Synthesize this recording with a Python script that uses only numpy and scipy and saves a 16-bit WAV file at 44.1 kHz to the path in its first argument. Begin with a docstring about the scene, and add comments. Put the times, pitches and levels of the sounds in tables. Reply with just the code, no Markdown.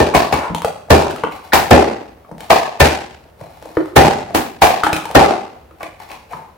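"""Balloon-skin cannons on a table

Balloon skins stretched over a large jar and over paper cups are pulled back and let go on a hard table
in a bare room. Each skin slaps its rim, the vessel rings as decaying modes and air booms out; cups knock,
scuff and rustle in the hands as filtered clicks and noise, over a low hum.
The room rings for half a second as decaying noise; loud shots overload the input of a phone."""
import sys
import numpy as np
from scipy import signal
from scipy.fft import rfft, irfft, next_fast_len
from scipy.io import wavfile
from scipy.ndimage import uniform_filter1d

SR = 44100
rng = np.random.default_rng(int(sys.argv[2]) if len(sys.argv) > 2 else 0)


def wrap_up_sound(samples):
    """Save the sound to the file named by the first command line argument, as 16-bit audio."""
    columns = np.atleast_2d(samples).T
    # keep every value between -1 and 1, then stretch to whole-number steps
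    tamed = np.clip(columns, -1, 1)
    steps = np.round(tamed * 32767).astype(np.int16)
    wavfile.write(sys.argv[1], SR, steps)


N = 289880

# spectral hump of cup contacts: (frequency [ratio to ring frequency], level [dB])
CONTACT_HUMP = [(.25, -20.5), (.55, -2), (0.801, -0.5), (1.0, 9), (1.25, -6.5), (1.6, -11.5), (2.3, -13.5),
                (4.0, -34.5)]
# stereo difference of room and hum: (frequency [Hz], side against mid [dB])
SIDE_SPECTRUM = [(60, -13), (125, -14), (250, -12), (500, -3), (2000, -2), (8000, -2)]
CUP_PAN_DB = 4  # left minus right


def cannon(shots, modes, rim_modes, skin):
    """A short noise swells up to each shot, skin cracks on the rim, vessel and rim ring, loose skin hisses, air booms.

    The vessel is held a little elsewhere each time, so every shot meets its own echoes."""
    # skin on rim: (frequency [Hz], level [dB])
    slap_spectrum = [(300, -7), (1000, -2), (2500, -15.5), (5000, -21), (9000, -23.5), (16000, -9.5)]
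    # hard rim under the skin: (frequency [Hz], level [dB])
    bite_spectrum = [(800, -48), (1250, -10.5), (1550, 0), (1800, 2.5), (2050, -6.5), (2400, -0.5),
                     (2800, -5), (3150, -9.5), (4500, -9.5), (8000, -21)]
    # air pushed out of the mouth, held by the lowest room modes: (frequency [Hz], level [dB], t60 [s])
    boom_modes = [(59, -18, 0.21), (76.6, -14, 0.3), (121, -15.5, 0.14), (148, -18, 0.27)]
    wet_db, rim_db = 5.5, -14  # rim against the ring
    swell_max_s, swell_decay_s = 0.02, 0.0022
    strike_rise_s, rim_rise_s, boom_rise_s = 0.00095, 0.0031, 0.0035

    track, t = np.zeros((2, N)), np.arange(SR) / SR
    bite_db, buzz_db, swell_db, flutter_s, pan_db = skin
    strike = push(t, strike_rise_s)
    for s, db, slap_db, boom_db, tuning, tilt_db in shots:
        swell, flutter, buzz = (unit(colour(rng.standard_normal((2, len(t))), spectrum))
                                for spectrum in (slap_spectrum, slap_spectrum, bite_spectrum))

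        before = t < min(s, swell_max_s)
        swelling = undb(db + swell_db) * swell * np.exp(-t / swell_decay_s)
        # reversed: swells up to the shot
        add(track, s - before.sum() / SR, swelling[:, before][:, ::-1], pan_db)

        crack = undb(slap_db) * click(slap_spectrum, t) + undb(bite_db) * click(bite_spectrum, t)
        struck = undb(db) * (ring(modes, t, tuning, tilt_db) + crack) * strike
        add(track, s, room(np.array([struck, struck]), wet_db), pan_db)

        # rim, loose skin and boom stay dry
        add(track, s, undb(db + rim_db) * ring(rim_modes, t) * push(t, rim_rise_s), pan_db)
        loose = undb(slap_db - 7.5) * flutter + undb(buzz_db) * buzz
        add(track, s, undb(db) * loose * np.exp(-t / flutter_s) * strike, pan_db)
        boom = ring(boom_modes, t) * push(t, boom_rise_s)
        add(track, s, undb(db + boom_db) * boom, pan_db / 4)
    return track


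def knocks():
    """A short dull clack, a tick of contact and a thud of the table; thumps are table and contact alone."""
    # cups and fingers on the table: (time [s], level [dB], ring [Hz], tick against clack [dB])
    knock_events = [(0.338, -2, 1050, 4), (0.546, -13, 900, 17), (0.618, -16.5, 985, 13),
                    (0.645, -2.5, 825, 6.5), (0.645, -8.5, 570, -35), (0.884, -23, 770, -34),
                    (1.108, -22.5, 1450, 19), (1.16, -22.5, 1300, 15), (1.182, -24, 2510, 0),
                    (1.235, -2.5, 1155, -18), (1.236, -10.5, 1425, -22), (1.247, -21, 2780, -33),
                    (1.281, -31, 1140, -34), (1.321, -24, 2400, -13), (2.247, -32, 1080, -27),
                    (2.29, -26, 690, -30), (2.313, -19.5, 627, -42), (2.38, -23.5, 730, 4),
                    (2.404, -23.5, 730, 15.5), (3.254, -34, 670, -34), (3.41, -17.5, 680, -37),
                    (3.465, -23.5, 750, -22), (3.624, -23, 710, 5), (3.655, -20, 644, -28),
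                    (3.702, -27, 706, -12), (3.768, -14, 1860, -28), (3.77, -18, 1310, -28),
                    (3.772, -17, 845, -32), (3.856, -30, 880, 9), (4.305, -15.5, 820, -23),
                    (4.704, -2, 770, -25), (4.834, 0, 1340, 9.5), (4.865, -3.5, 1660, -25),
                    (4.865, -3, 819, -28), (4.928, -2.5, 770, 9), (4.93, -7.5, 2480, -6),
                    (4.963, -18, 1350, 18), (5.053, -15, 860, 11), (5.111, -25.5, 1200, 19.5),
                    (5.709, -28.5, 1090, -29), (5.758, -41, 720, -3), (5.829, -17, 744, 8.5),
                    (5.829, -21, 1160, -20), (5.831, -19, 2310, -10), (5.867, -39, 750, -20),
                    (6.099, -27, 2400, -29), (6.115, -23.5, 2500, 10.5), (6.148, -45, 990, 6),
                    (6.332, -13.5, 1030, -30), (6.333, -24, 1680, -23)]
    # something heavier set down: (time [s], level [dB], tuning [ratio])
    thump_events = [(0.5, -18, 0.49), (0.518, -25.5, 0.48), (.648, -14.5, 1.24), (1.236, -15.5, 1.29),
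                    (2.315, -29.5, 0.41), (3.415, -31, 0.31), (3.77, -4, 1.01), (4.347, -8.5, 0.76),
                    (4.832, -14.5, 1.16), (6.341, -36, 0.42)]
    # cup modes: (frequency [ratio to ring frequency], level [dB], t60 [s])
    clack_modes = [(.91, -4, .014), (1.0, 0, .016), (1.1, -3, .014), (1.5, -12, .01)]
    # table modes at tuning 1: (frequency [Hz], level [dB], t60 [s])
    thud_modes = [(143, -18, .02), (305, -10, .045), (362, -6, .045), (550, -9, .016)]
    # contact of a thump at tuning 1: (frequency [Hz], level [dB])
    thump_spectrum = [(150, -21), (550, -12), (1200, 28), (2000, 15), (2300, -40), (5000, -54)]
    clack_ring_db, thud_db, thump_contact_db = -5.5, -16.5, -8.5
    knock_rise_s, thump_rise_s = 0.0012, 0.00066
    wet_db, table_db = -0.5, -5

    track, t = np.zeros((2, N)), np.arange(4096) / SR
    tick = click([(1200, 2.0), (3500, -4.0), (7000, -12), (16000, -3.5)], t)  # (Hz, dB)
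    for s, db, hz, tick_db in knock_events:
        clack = click(np.array(CONTACT_HUMP) * [hz, 1], t)
        clack = clack + undb(clack_ring_db) * ring(clack_modes, t, hz)
        sound = clack + undb(tick_db) * tick + undb(thud_db) * ring(thud_modes, t)
        add(track, s, undb(db) * rattle(sound * push(t, knock_rise_s)), CUP_PAN_DB)
    for s, db, tuning in thump_events:
        contact = click(np.array(thump_spectrum) * [tuning, 1], t)
        sound = ring(thud_modes, t, tuning) + undb(thump_contact_db) * contact
        add(track, s, undb(db) * rattle(sound * push(t, thump_rise_s)), CUP_PAN_DB)
    return room(track, wet_db, table_db)


def scuffs():
    """Dense uneven grains in the same hump as the knocks, swelling and fading without a hard start."""
    # cups dragged, turned or squeezed, the skin squeaking as it slips from the fingers just before a shot, and
    # a high ring just after one shot: (start [s], length [s], level before swell [dB], ring [Hz])
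    scuff_events = [(0.136, 0.015, -14, 1100), (0.162, 0.12, -41.5, 4530), (0.198, 0.078, -29, 1150),
                    (0.371, 0.14, -26.5, 1000), (0.401, 0.14, -37, 1360), (1.012, 0.018, -19, 970),
                    (1.52, 0.022, -18.5, 1790), (4.84, 0.033, -32, 1440), (4.942, 0.073, -32.5, 1320),
                    (5.1, 0.012, -25.5, 760), (5.803, 0.023, -33, 1100), (5.804, 0.021, -39, 746),
                    (5.824, 0.038, -45.5, 1780), (5.994, 0.044, -46, 860), (5.996, 0.057, -50, 1900),
                    (6.125, 0.044, -52, 2600), (6.098, 0.042, -40, 1030), (6.299, 0.067, -38, 825),
                    (6.305, 0.026, -51, 2350), (6.34, 0.16, -44.5, 890)]
    wet_db = 4

    track, t = np.zeros((2, N)), np.arange(int(.2 * SR)) / SR
    for s, length_s, db, hz in scuff_events:
        grains = rng.standard_normal(len(t)) * undb(3 * rng.exponential(size=len(t)))
        swell = np.sin(np.pi * np.minimum(t / length_s, 1) ** 0.65) ** 2
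        scrape = unit(colour(grains, np.array(CONTACT_HUMP) * [hz, 1]))
        add(track, s, undb(db) * scrape * swell, CUP_PAN_DB / 4)
    return room(track, wet_db)


def rustle():
    """Dense creases of uneven size, coloured by the paper cup; bouts swell fast, hold unevenly and die away."""
    # paper and rubber worked by fingers: (start [s], hold [s], level [dB])
    bouts = [(1.318, 0.0094, -37.5), (1.443, 0.013, -44), (2.404, 0.045, -41.5), (3.393, 0.5, -50),
             (5.806, 0.018, -45.5), (6.002, 0.02, -43.5), (6.104, 0.012, -40.5), (6.314, 0.0069, -39.5)]
    # paper cup: (frequency [Hz], level [dB])
    paper_spectrum = [(300, -16.5), (720, -1.5), (900, -0.5), (1100, -6), (1500, -12.5), (1950, -12),
                      (2450, -11), (3000, -19), (4000, -17), (8000, -26.5), (16000, -13.5)]
    creases_per_s, grip_db_per_s, let_go_db_per_s = 1500, 714, 168
    wander_db, wander_samples, wet_db = 0.5, 1500, 1.5

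    t = np.arange(N) / SR
    creases = (rng.random(N) < creases_per_s / SR) * undb(2.5 * rng.exponential(size=N))
    creases = creases * rng.standard_normal(N)
    gain = np.zeros(N)
    for s, hold_s, db in bouts:
        grip_db = grip_db_per_s * np.maximum(s - t, 0)
        let_go_db = let_go_db_per_s * np.maximum(t - s - hold_s, 0)
        gain += undb(db - grip_db - let_go_db)
    wander = undb(wander_db * unit(smooth_steps(N, wander_samples)))
    sound = unit(colour(creases, paper_spectrum)) * gain * wander
    return room(np.array([sound, sound]), wet_db)


def hum():
    """Low steady murmur of the house and microphone hiss, as filtered noise."""
    # (frequency [Hz], level [dB])
    hum_spectrum = [(30, -15), (75, -1.5), (115, -11), (355, -16), (554, -13), (1460, -27), (8000, -46.5),
                    (16000, -29.5)]
    level_db = -45.5
    return undb(level_db) * unit(colour(stereo_noise(N), hum_spectrum))


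def room(dry, wet_db, table_db=1.5):
    """Direct sound, table echoes and a tail that builds in a few ms and dies band by band; bass nearly mono."""
    # reverberation: (frequency [Hz], t60 [s])
    t60_points = [(60, 1), (160, 0.61), (420, 0.54), (1100, 0.59), (2900, 0.6), (7700, 0.57), (14000, 0.38)]
    # echo colour: (frequency [Hz], level [dB])
    echo_spectrum = [(60, -11), (160, 6.5), (420, 3), (800, 2), (1500, 0), (3000, 2.5), (7700, 1.5),
                     (14000, 0)]
    early_db, early_s = -2.5, 0.03  # table top and near walls answer first and strongest
    tail_rise_s, table_rise_s, table_s = 0.0052, 0.00073, 0.0031
    clump_db, clump = 3, int(.003 * SR)  # uneven clumps of 3 ms

    t = np.arange(int(.9 * SR)) / SR
    noise = colour(stereo_noise(len(t)), echo_spectrum)
    hz, _, cells = signal.stft(noise, SR, nperseg=1024)
    frame_s = np.arange(cells.shape[-1]) * 512 / SR
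    fading = np.exp(-np.log(1000) * frame_s / along(t60_points, hz)[:, None])
    tail = signal.istft(cells * fading, SR, nperseg=1024)[1][:, :len(t)]
    tail = tail * push(t, tail_rise_s) * (1 + undb(early_db) * np.exp(-t / early_s))
    tail = tail * undb(clump_db * smooth_steps(len(t), clump))
    tail = tail / np.sqrt(np.sum(tail ** 2) / 2)

    # echoes off the table top and the things on it
    table = noise[:, ::-1] * push(t, table_rise_s) * np.exp(-t / table_s)
    table = table / np.sqrt(np.sum(table ** 2) / 2)
    echoes = undb(wet_db) * tail + undb(table_db) * table
    mono = dry.mean(axis=0, keepdims=True)
    return dry + signal.fftconvolve(mono, echoes, axes=1)[:, :dry.shape[1]]


def ring(modes, t, tuning=1, tilt_db=0):
    """Struck modes, neighbours in opposite phase, each a little off pitch and strength at every blow; peak 1."""
    hz, db, t60 = np.transpose(modes)[:, :, None]
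    chance = rng.standard_normal((len(modes), 2))
    phase = 2 * np.pi * hz * tuning * (1 + .015 * chance[:, :1]) * t
    phase = phase + np.pi * np.arange(len(modes))[:, None]
    level_db = db + tilt_db * np.log2(hz / 700) + 1.5 * chance[:, 1:]  # tilt in dB per octave
    y = np.sum(undb(level_db) * np.sin(phase) * np.exp(-np.log(1000) * t / t60), axis=0)
    return y / np.abs(y).max()


def click(spectrum, t):
    """One short contact with a smooth spectrum, swelling to its peak of 1 after 2 ms."""
    impulse = 1. * (np.arange(len(t)) == int(.002 * SR))
    y = colour(impulse, spectrum) * np.exp(-(t / .04) ** 2)
    return y / np.abs(y).max()


def push(t, rise_s):
    """Contact force grows smoothly from 0 to 1."""
    return 1 - np.exp(-(t / rise_s) ** 2)


def rattle(sound):
    """The first contact is followed by a few ms of dying loose ones; they share its energy."""
    loose_db, decay_s, contacts_per_s = -1, 0.0023, 600
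    t = np.arange(1024) / SR
    loose = (rng.random(len(t)) < contacts_per_s / SR) * rng.standard_normal(len(t))
    contacts = (t == 0) + undb(loose_db) * loose * np.exp(-t / decay_s)
    y = signal.fftconvolve(sound, contacts)
    return y * np.sqrt(np.sum(sound ** 2) / np.sum(y ** 2))


def stereo_noise(size):
    """Mid noise plus coloured side noise of opposite sign in the two channels."""
    mid, side = rng.standard_normal((2, size))
    return mid + colour(side, SIDE_SPECTRUM) * np.array([[1], [-1]])


def smooth_steps(size, step):
    """Random steps smoothed over one step length."""
    steps = np.repeat(rng.standard_normal(size // step + 1), step)[:size]
    return uniform_filter1d(steps, size=step)


def undb(db):
    """Amplitude ratio of a level in dB."""
    return 10 ** (np.asarray(db) / 20)


def along(table, hz):
    """Value of (Hz, value) points, straight on a log-frequency axis."""
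    at, value = np.transpose(table)
    return np.interp(np.log(np.maximum(hz, 1)), np.log(at), value)


def colour(x, spectrum):
    """Filters x to (Hz, dB) points without phase shift."""
    size = next_fast_len(x.shape[-1])
    hz = np.arange(size // 2 + 1) * SR / size
    return irfft(rfft(x, size) * undb(along(spectrum, hz)), size)[..., :x.shape[-1]]


def unit(x):
    """Scales to an RMS of 1."""
    return x / np.sqrt(np.mean(x ** 2))


def add(track, s, sound, pan_db):
    """Mixes a sound in at s seconds; pan_db is left minus right."""
    at = max(int(s * SR), 0)
    sound = sound[..., :N - at]
    track[:, at:at + sound.shape[-1]] += sound * undb([[pan_db / 2], [-pan_db / 2]])


def scene():
    """Jar and cup shots over hand noises and hum."""
    # each shot has its own tuning and tilt; the cups differ in pitch: (time [s], ring level [dB],
    # slap against ring [dB], boom against ring [dB], tuning [ratio], tilt [dB per octave])
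    jar_shots, cup_shots = [(0.001, 4.8, -10, -14, 1.06, 3.5), (0.905, 10.34, 1.5, -9, 1.043, 2.5),
                            (1.710, 12, -6.5, -9, 1, 3.1), (2.803, 12.7, 2, -12.5, 0.99, 3.8),
                            (3.963, 12.76, 4, -14.5, 1.007, 2.5), (5.152, 12.4, -3, -13.5, 1.03, 4.5)], [(0.147, 5, -8, -16, 0.92, -1.7),
                                               (0.325, -2.5, -13, -12, 1.13, -3.6),
                                               (1.532, 4, 1.5, -19, 1.055, -2.8),
                                               (2.503, 7.5, -10, -28.5, 0.96, 2.1),
                                               (4.346, -4.5, 4.5, -53, 1.03, -0.34),
                                               (4.619, 7.5, -3.5, -25, 0.99, 0.65)]
    # vessel modes at tuning 1 and tilt 0: (frequency [Hz], level [dB], t60 [s])
    jar_modes, cup_modes = [(131, -9, 0.025), (222, -8.5, 0.032), (375, 3, 0.016), (598, -4.5, 0.021),
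                            (773.6, -2, 0.025), (1002, 11.5, 0.0028), (1123, -4.5, 0.01),
                            (1953, -25, 0.021)], [(300, -3.5, 0.0097), (451, -17, 0.033), (734, 2, 0.018),
                                         (1100, 5, 0.005), (1290, -1, 0.0073)]
    # stiff rim modes: (frequency [Hz], level [dB], t60 [s])
    jar_rim, cup_rim = [(1774, 10, 0.13), (2400, -8, 0.42)], [(2274, -4, 0.15), (1550, -5, 0.039)]
    # skin, levels against the ring: (bite [dB], buzz [dB], swell [dB], flutter decay [s], left minus right [dB])
    jar_skin, cup_skin = (-3.5, -74, -13.5, 0.0046, 1), (1, -43, -14, 0.051, 1.1)

    jar = cannon(jar_shots, jar_modes, jar_rim, jar_skin)
    cups = cannon(cup_shots, cup_modes, cup_rim, cup_skin)
    return jar + cups + knocks() + scuffs() + rustle() + hum()


def record(dry):
    """Deep bass is dropped and the treble dulled; the input flattens all above full scale; the top is cut."""
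    # treble roll-off: (frequency [Hz], level [dB])
    treble_rolloff = [(9000, 0), (13000, -8), (16000, -12)]
    low_hz, top_hz = 43, 15900
    low_cut = signal.butter(2, low_hz, "high", fs=SR, output="sos")
    top_cut = signal.ellip(8, .2, 70, top_hz, fs=SR, output="sos")
    heard = colour(signal.sosfilt(low_cut, dry), treble_rolloff)
    clipped = np.clip(heard, -1, 1)
    return np.clip(signal.sosfilt(top_cut, clipped), -1, 1)


dry = scene()
out = record(dry)
wrap_up_sound(out)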